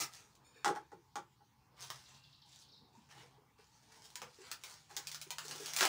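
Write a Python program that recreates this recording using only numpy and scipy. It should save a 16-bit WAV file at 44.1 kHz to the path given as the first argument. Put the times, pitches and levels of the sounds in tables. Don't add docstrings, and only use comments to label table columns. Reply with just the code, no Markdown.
import sys
import numpy as np
from scipy import signal
from scipy.fft import rfft, irfft
from scipy.io import wavfile
from scipy.ndimage import uniform_filter1d

SR = 44100
rng = np.random.default_rng(int(sys.argv[2]) if len(sys.argv) > 2 else 0)


def unload_audio(sound):
    columns = np.transpose(np.atleast_2d(sound))
    steps = np.round(np.clip(columns, -1, 1) * 32767)
    wavfile.write(sys.argv[1], SR, steps.astype(np.int16))


N = 259289
TIME = np.arange(N) / SR


def undb(db):
    return 10 ** (np.asarray(db) / 20)


def unit(x):
    return x / np.sqrt(np.mean(x ** 2))


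def peak_level(x, db):
    return x * undb(db) / np.sqrt(uniform_filter1d(x ** 2, 176).max())


def level_curve(table):
    return undb(np.interp(TIME, *np.transpose(table)))


def add(out, start, x):
    i = max(int(start * SR), 0)
    out[i:i + len(x)] += x[:max(N - i, 0)]


def cut(x, hz, kind):
    return signal.sosfilt(signal.butter(2, hz, kind, fs=SR, output="sos"), x)


def colour(points, size=2048):
    hz, db = np.transpose(points)
    bins = np.maximum(np.arange(size // 2 + 1) * SR / size, 1)
    gain = undb(np.interp(np.log(bins), np.log(hz), db))
    cepstrum = irfft(np.log(gain))
    cepstrum[1:size // 2] *= 2
    cepstrum[size // 2 + 1:] = 0
    response = irfft(np.exp(rfft(cepstrum)))
    return response / np.linalg.norm(response)


def through(x, response):
    return signal.fftconvolve(x, response)[:len(x)]


def resonance(hz, decay_s):
    t = TIME[:SR // 4]
    return np.exp(-t / decay_s) * np.sin(2 * np.pi * hz * t)


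def narrow_noise(hz, decay_s):
    ring = resonance(hz, decay_s)
    return unit(through(through(rng.standard_normal(N), ring), ring))


def walk(rate):
    hold = int(SR / rate)
    steps = np.repeat(rng.standard_normal(N // hold + 1), hold)
    return 1.3 * uniform_filter1d(uniform_filter1d(steps, hold), hold)[:N]


def flicker(x, depth_db, rate):
    spectrum, bins = rfft(x, 2 ** 18), np.fft.rfftfreq(2 ** 18, 1 / SR)
    edges = np.geomspace(200, 8000, 22)
    for lo, hi in zip(edges, edges[1:]):
        band = irfft(spectrum * ((bins >= lo) & (bins < hi)))[:N]
        x = x + band * (undb(depth_db * walk(rate)) - 1)
    return x


def gesture(start, swell, fade):
    t = TIME - start
    rise = np.sin(np.pi / 2 * np.clip(t / swell, 0, 1))
    return rise * 1000 ** (-np.maximum(t - swell, 0) / fade)


def gestures(rows):
    return np.sqrt(sum((undb(db) * gesture(*timing)) ** 2 for *timing, db in rows))


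def grains(rate, spread_db, size):
    chance = rng.random((size, 2))
    strength = np.minimum(rng.exponential(size=size), 4)
    return (chance[:, 0] < rate / SR) * np.sign(chance[:, 1] - .5) * undb(spread_db * strength)


def burst(length, rate, spread_db):
    t = TIME[:SR // 3]
    first = rng.standard_normal(len(t)) * np.exp(-t / 0.0013)
    run = grains(rate, spread_db, size=len(t)) * np.exp(-t / length)
    spectrum = rfft(unit(first) + unit(run + first / 10))
    flattened = irfft(spectrum / np.sqrt(np.abs(spectrum)), len(t))
    return unit(flattened * np.exp(-t / .1))


def mic_path(wet_db=1.5, t60_low=0.21, t60_high=0.15):
    t = TIME[:SR // 3]
    low = cut(rng.standard_normal(len(t)), 2500, "low") * 1000 ** (-t / t60_low)
    high = cut(rng.standard_normal(len(t)), 2500, "high") * 1000 ** (-t / t60_high)
    tail = (low + high) * (1 - np.exp(-t / .003))
    response = undb(wet_db) * tail / np.linalg.norm(tail)
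    response[0] += 1
    return response


def roaming(x, hop=8192):
    out, fade = np.zeros(N), np.sin(np.pi * np.arange(2 * hop) / (2 * hop))
    padded = np.pad(x, (hop, 2 * hop))
    for i in range(0, N + hop, hop):
        piece = signal.fftconvolve(padded[i:i + 2 * hop] * fade, mic_path())
        add(out, (i - hop) / SR, piece[max(hop - i, 0):])
    return out


# (frequency [Hz], relative level [dB])
HISS_SPECTRUM = [(20, -35.5), (45, -6.5), (65, -2.5), (130, -0.5), (220, -9), (330, -13.5), (640, -29),
                 (860, -6.5), (1350, -21.5), (2100, -23.5), (5200, -23), (8000, -31.5), (16000, -37)]
# (time [s], level [dB])
RUMBLE_LEVELS = [(0, -80), (1.55, -80), (1.85, -65), (2.6, -81.5), (3.15, -67), (3.6, -81), (4.6, -85)]


def background():
    rumble = narrow_noise(hz=132, decay_s=0.013) * level_curve(RUMBLE_LEVELS)
    hum_gain = np.clip((TIME - 4.63) / 0.28, 0, 1) * undb(-67 + 2.0 * walk(9.7))
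    hum_hz = 151.6 * (1 + 0.014 * walk(12))
    hum = hum_gain * np.sin(2 * np.pi * np.cumsum(hum_hz) / SR)
    hiss = unit(through(rng.standard_normal(N), colour(HISS_SPECTRUM, size=8192)))
    return rumble + hum + flicker(hiss, depth_db=3.0, rate=25) * undb(-72)


def whistle():
    envelope = undb(-74.5) * gesture(start=1.85, swell=0.38, fade=1.4)
    return narrow_noise(hz=2750, decay_s=0.0016) * envelope


# (time [s], base level [dB], length [s], final pitch [Hz])
BIRD_CHIRPS = [(2.056, -64.5, .012, 3130), (2.144, -64.5, 0.011, 3090), (2.237, -63, 0.011, 2990),
               (2.326, -64, 0.013, 2970), (2.418, -62.5, .012, 2960), (2.525, -63, .012, 2950),
               (2.620, -64.5, .012, 2940), (2.687, -65.5, 0.017, 3680), (2.72, -64.5, .028, 3550)]


def bird(start_hz=5650, throat_hz=4090, throat_width_hz=790, throat_db=7, fade_db=4.5):
    out = np.zeros(N)
    for start, db, length, end_hz in BIRD_CHIRPS:
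        progress = np.linspace(0, 1, int(length * SR))
        rasp = 0.031 * unit(uniform_filter1d(rng.standard_normal(len(progress)), 24))
        hz = (end_hz + (start_hz - end_hz) * (1 - progress) ** 1.6) * (1 + rasp)
        throat = undb(throat_db * np.exp(-((hz - throat_hz) / throat_width_hz) ** 2))
        swell = np.abs(np.sin(np.pi * progress)) ** 0.066 * throat * undb(-fade_db * progress)
        chirp = undb(db) * swell * np.sin(2 * np.pi * np.cumsum(hz) / SR)
        yard = mic_path(wet_db=4.5, t60_low=0.53, t60_high=0.59)
        add(out, start, signal.fftconvolve(chirp, yard))
    return out


# (frequency [Hz], relative level before the tilt [dB])
RIM_PARTIALS = [(1750, 2.5), (2420, 4.5), (3700, 0), (4450, 0), (5250, -4), (6950, -0.5), (8750, -10)]
# (start [s], swell [s], fade [s], level [dB], tilt [dB/octave])
RIM_STROKES = [(0.435, 0.036, 0.43, -66.5, 7), (0.53, 0.052, 1, -64, -2.5)]


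def rim_rubs():
    out, lowest_hz = np.zeros(N), RIM_PARTIALS[0][0]
    for start, swell, fade, db, tilt_db in RIM_STROKES:
        ring = sum(undb(gain_db + tilt_db * np.log2(hz / lowest_hz)) * resonance(hz, decay_s=0.0029)
                   for hz, gain_db in RIM_PARTIALS)
        out += unit(through(rng.standard_normal(N), ring)) * undb(db) * gesture(start, swell, fade)
    return out


# (time [s], level [dB], pitch [Hz])
LEAF_BUMPS = [(0.01, -46, 1245), (0.559, -63, 446), (2.81, -65, 240), (2.95, -62.5, 936), (2.975, -60, 216),
              (3.229, -67, 488), (3.379, -66.5, 410), (3.59, -64, 437), (4.157, -57.5, 977),
              (4.22, -53.5, 495), (4.386, -56.5, 395), (5.266, -57, 377), (5.304, -51.5, 966),
              (5.449, -56, 390), (5.552, -60, 388), (5.599, -49.5, 410), (5.814, -40.5, 350)]


def leaf_bumps():
    out, t = np.zeros(N), TIME[:SR // 3]
    for start, db, hz in LEAF_BUMPS:
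        thud = t * np.exp(-t / 0.0036) * np.sin(2 * np.pi * hz * t)
        add(out, start, peak_level(through(thud, mic_path()), db))
    return out


# (frequency [Hz], relative level [dB], t60 [s])
POT_MODES = [(343, -22, 0.089), (428.4, -13.5, 0.12), (649, -14.5, 0.13), (768, -8, .13),
             (824.6, 2.5, 0.15), (881, -8, 0.22), (1073, -11, 0.11), (1325, -11, 0.12), (1466, -9, 0.096),
             (1696, -15.5, 0.067), (1938, -10.5, 0.069)]
# (frequency [Hz], relative level [dB])
CRACK_SPECTRUM = [(40, -47), (200, -11), (400, 1.5), (600, -27), (1000, 9.5), (1600, 6.5), (2600, -5),
                  (3400, -1.5), (4400, -5), (6000, -1), (9000, -10.5), (13000, -26.5), (16000, -25)]
HOLLOW_SPECTRUM = [(50, -53), (170, -4.5), (260, -13), (340, 4), (420, 3), (540, -7), (1200, -28.5),
                   (5000, -87)]
# (time [s], level [dB], crack re ring [dB], rattle length [s], thud re ring [dB])
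POT_KNOCKS = [(0.6459, -28, 6, 0.0084, -14), (0.658, -28.5, -6, 0.0076, -9.5), (0.679, -33, -5, 0.0028, -4),
              (0.752, -49, 7, 0.0035, -7.5), (0.760, -41, -9.5, .0023, -16), (0.918, -48.5, -10, 0.013, 0),
              (1.1564, -38.5, -2.5, 0.0067, -12), (1.405, -63.5, -32, .005, -10), (3.16, -61, -15, .01, -9),
              (4.903, -57.5, -4, 0.0069, -6), (4.966, -53.5, -9, 0.0051, -7.5)]


def pot_knocks(detune=0.0087):
    out, t = np.zeros(N), TIME[:SR // 3]
    for start, db, crack_db, length, thud_db in POT_KNOCKS:
        ring = np.zeros(len(t))
        for hz, gain_db, t60 in POT_MODES:
            hz *= 1 + detune * rng.standard_normal()
            ring += undb(gain_db) * 1000 ** (-t / t60) * np.sin(2 * np.pi * hz * t)
        ring = unit(ring * (1 - np.exp(-t / 0.0026)) * undb(2.0 * walk(114)[:len(t)]))
        contact = through(burst(length, rate=3700, spread_db=0.5), mic_path())
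        crack = unit(through(contact, colour(CRACK_SPECTRUM)))
        thud = unit(through(contact * (1 - np.exp(-t / 0.011)), colour(HOLLOW_SPECTRUM)))
        add(out, start, peak_level(ring + undb(crack_db) * crack + undb(thud_db) * thud, db))
    return out


# (frequency [Hz], relative level [dB])
CRINKLE_SPECTRUM = [(200, -77), (700, -24), (1500, -11.5), (2500, -7), (3600, -2.5), (6300, -1), (8000, -6),
                    (11000, -13), (14000, -21), (16000, -12.5)]
FLEX_SPECTRUM = [(40, -44), (220, -31.5), (350, -7.5), (600, -4), (950, 0), (1400, 1), (2400, 0),
                 (4000, -8.5), (9000, -55)]
RUB_SPECTRUM = [(40, -51.5), (130, 0.5), (250, -4), (420, 0.5), (620, -6.5), (880, 0), (1100, -3.5),
                (1800, -16), (5000, -61.5)]
# (start [s], swell [s], fade [s], dry crinkle level [dB], flex re crinkle [dB])
LEAF_STROKES = [(0.0, 0.004, 0.14, -40.5, -4), (0.099, 0.054, 0.51, -62.5, -2.5),
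                (1.755, 0.044, 0.5, -69, 2), (1.795, 0.039, 0.54, -58, -6), (1.90, 0.065, 1, -67.5, -4),
                (2.06, 0.036, 0.73, -69, -1.5), (2.43, 0.12, 0.56, -69.5, -7.5),
                (2.58, 0.031, 0.14, -65, -13), (2.92, 0.04, 0.86, -76.5, -3),
                (3.085, 0.029, 0.64, -68, 1.5), (3.15, 0.035, 0.42, -68, 3.5),
                (3.575, 0.019, 0.27, -74, 1.5), (3.89, 0.021, .45, -71, 0.5),
                (4.005, 0.038, 0.19, -64.5, -6), (4.37, 0.12, 0.12, -64, 1), (4.65, 0.062, 0.26, -61, -5.5),
                (4.891, 0.026, 1, -69.5, 2.5)]
# (start [s], swell [s], fade [s], dry level [dB])
POT_SLIDES = [(0.0, 0.0075, 0.17, -55), (0.1, 0.088, 0.87, -74.5), (0.33, 0.076, 0.91, -75.5),
              (1.55, 0.16, 1.7, -79), (2.45, 0.55, 0.44, -79), (3.12, 0.044, 1.34, -70),
              (3.75, 0.31, 1.7, -77.5), (4.21, .025, 0.22, -61), (5.47, 0.05, .4, -62),
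              (5.8, 0.027, 0.16, -53)]
# (time [s], dry crinkle level [dB])
PRESS_LEVELS = [(3.5, -100), (3.66, -77.5), (4.3, -71), (4.87, -74), (5.03, -66.5), (5.35, -71.5),
                (5.43, -58.5), (5.74, -53.5), (5.83, -43), (5.88, -63.5)]


def leaf_rustle(press_flex_db=-4, press_rub_db=-17, hard_press_db=-47.5):
    press = level_curve(PRESS_LEVELS)
    crinkle = np.hypot(gestures(row[:4] for row in LEAF_STROKES), press)
    stroke_flex = gestures((*timing, db + flex_db) for *timing, db, flex_db in LEAF_STROKES)
    flex = np.hypot(stroke_flex, press * undb(press_flex_db))
    rub = np.hypot(gestures(POT_SLIDES), press * undb(press_rub_db))
    flutter = np.exp(-TIME[:256] / 0.00067)
    impulses = np.abs(grains(rate=730, spread_db=4.0, size=N))
    fractures = unit(through(impulses, flutter) * rng.standard_normal(N))
    jerk = undb(walk(40))
    layers = (crinkle, CRINKLE_SPECTRUM, .6), (flex, FLEX_SPECTRUM, .7), (rub, RUB_SPECTRUM, .9)
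    out = np.zeros(N)
    for envelope, spectrum, slide in layers:
        contact = unit((fractures + slide * rng.standard_normal(N)) * jerk)
        out += through(envelope * contact, colour(spectrum))
    force = np.clip(np.sqrt(crinkle / undb(hard_press_db)), 0, 1.2)
    out = cut(out, 10000, "low") - force * cut(out, 10000, "high")
    return roaming(flicker(out, depth_db=2.0, rate=24))


# (time [s], level [dB], blade's flex re rib [dB], tear length [s])
RIB_SNAPS = [(0.019, -40.5, -5, 0.0031), (0.1365, -51.5, -22, 0.0053), (0.353, -62, -22, .0045),
             (1.9026, -37.5, -1.5, 0.00078), (4.1028, -56, -13, 0.0027), (4.1561, -39, -13.5, 0.004),
             (4.2178, -42, 2, 0.0068), (4.515, -36.5, -8, 0.0021), (4.6369, -43.5, -5.5, 0.023),
             (4.9661, -34.5, -13.5, 0.0066), (5.071, -38, -13.5, 0.0035), (5.1159, -41.5, -15, 0.0032),
             (5.146, -39.5, -11.5, .002), (5.2145, -42, -15, .004), (5.3056, -36.5, -7.5, 0.0043),
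             (5.384, -36.5, -4.5, .0016), (5.482, -46, -17, .005), (5.511, -39.5, -8, .003),
             (5.6596, -38, -15, 0.0028), (5.7352, -37, -10, 0.0027), (5.764, -29, -18, 0.0018),
             (5.787, -31.5, -8, 0.01), (5.8085, -23.5, 0.5, 0.0048), (5.828, -26, 1.5, 0.0077),
             (5.8526, -25, -2.5, 0.0017)]


def rib_snaps(lifted_until_s=4.2):
    out = np.zeros(N)
    for start, db, flex_db, length in RIB_SNAPS:
        tear = burst(length, rate=8300, spread_db=1.0)
        rib_spectrum = [(hz, gain_db + 0.5 * rng.standard_normal()) for hz, gain_db in CRINKLE_SPECTRUM]
        rib = through(tear, colour(rib_spectrum))
        blade = through(burst(length, rate=5000, spread_db=1.0), colour(FLEX_SPECTRUM))
        room = mic_path(wet_db=-.5 if start < lifted_until_s else 1.45, t60_low=0.23, t60_high=0.14)
        add(out, start, peak_level(through(rib + undb(flex_db) * blade, room), db))
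    return out


def scene():
    handling = leaf_rustle() + rib_snaps() + pot_knocks() + leaf_bumps()
    return (handling + bird() + rim_rubs() + background() + whistle())[None]


def record(dry, port_hz=15200, top_hz=15600):
    dry = cut(dry, 45, "high")
    port = signal.lfilter(*signal.iirpeak(port_hz, Q=14, fs=SR), dry)
    return signal.sosfilt(signal.ellip(10, .2, 70, top_hz, fs=SR, output="sos"), dry + 2.0 * port)


dry = scene()
out = record(dry)
unload_audio(out)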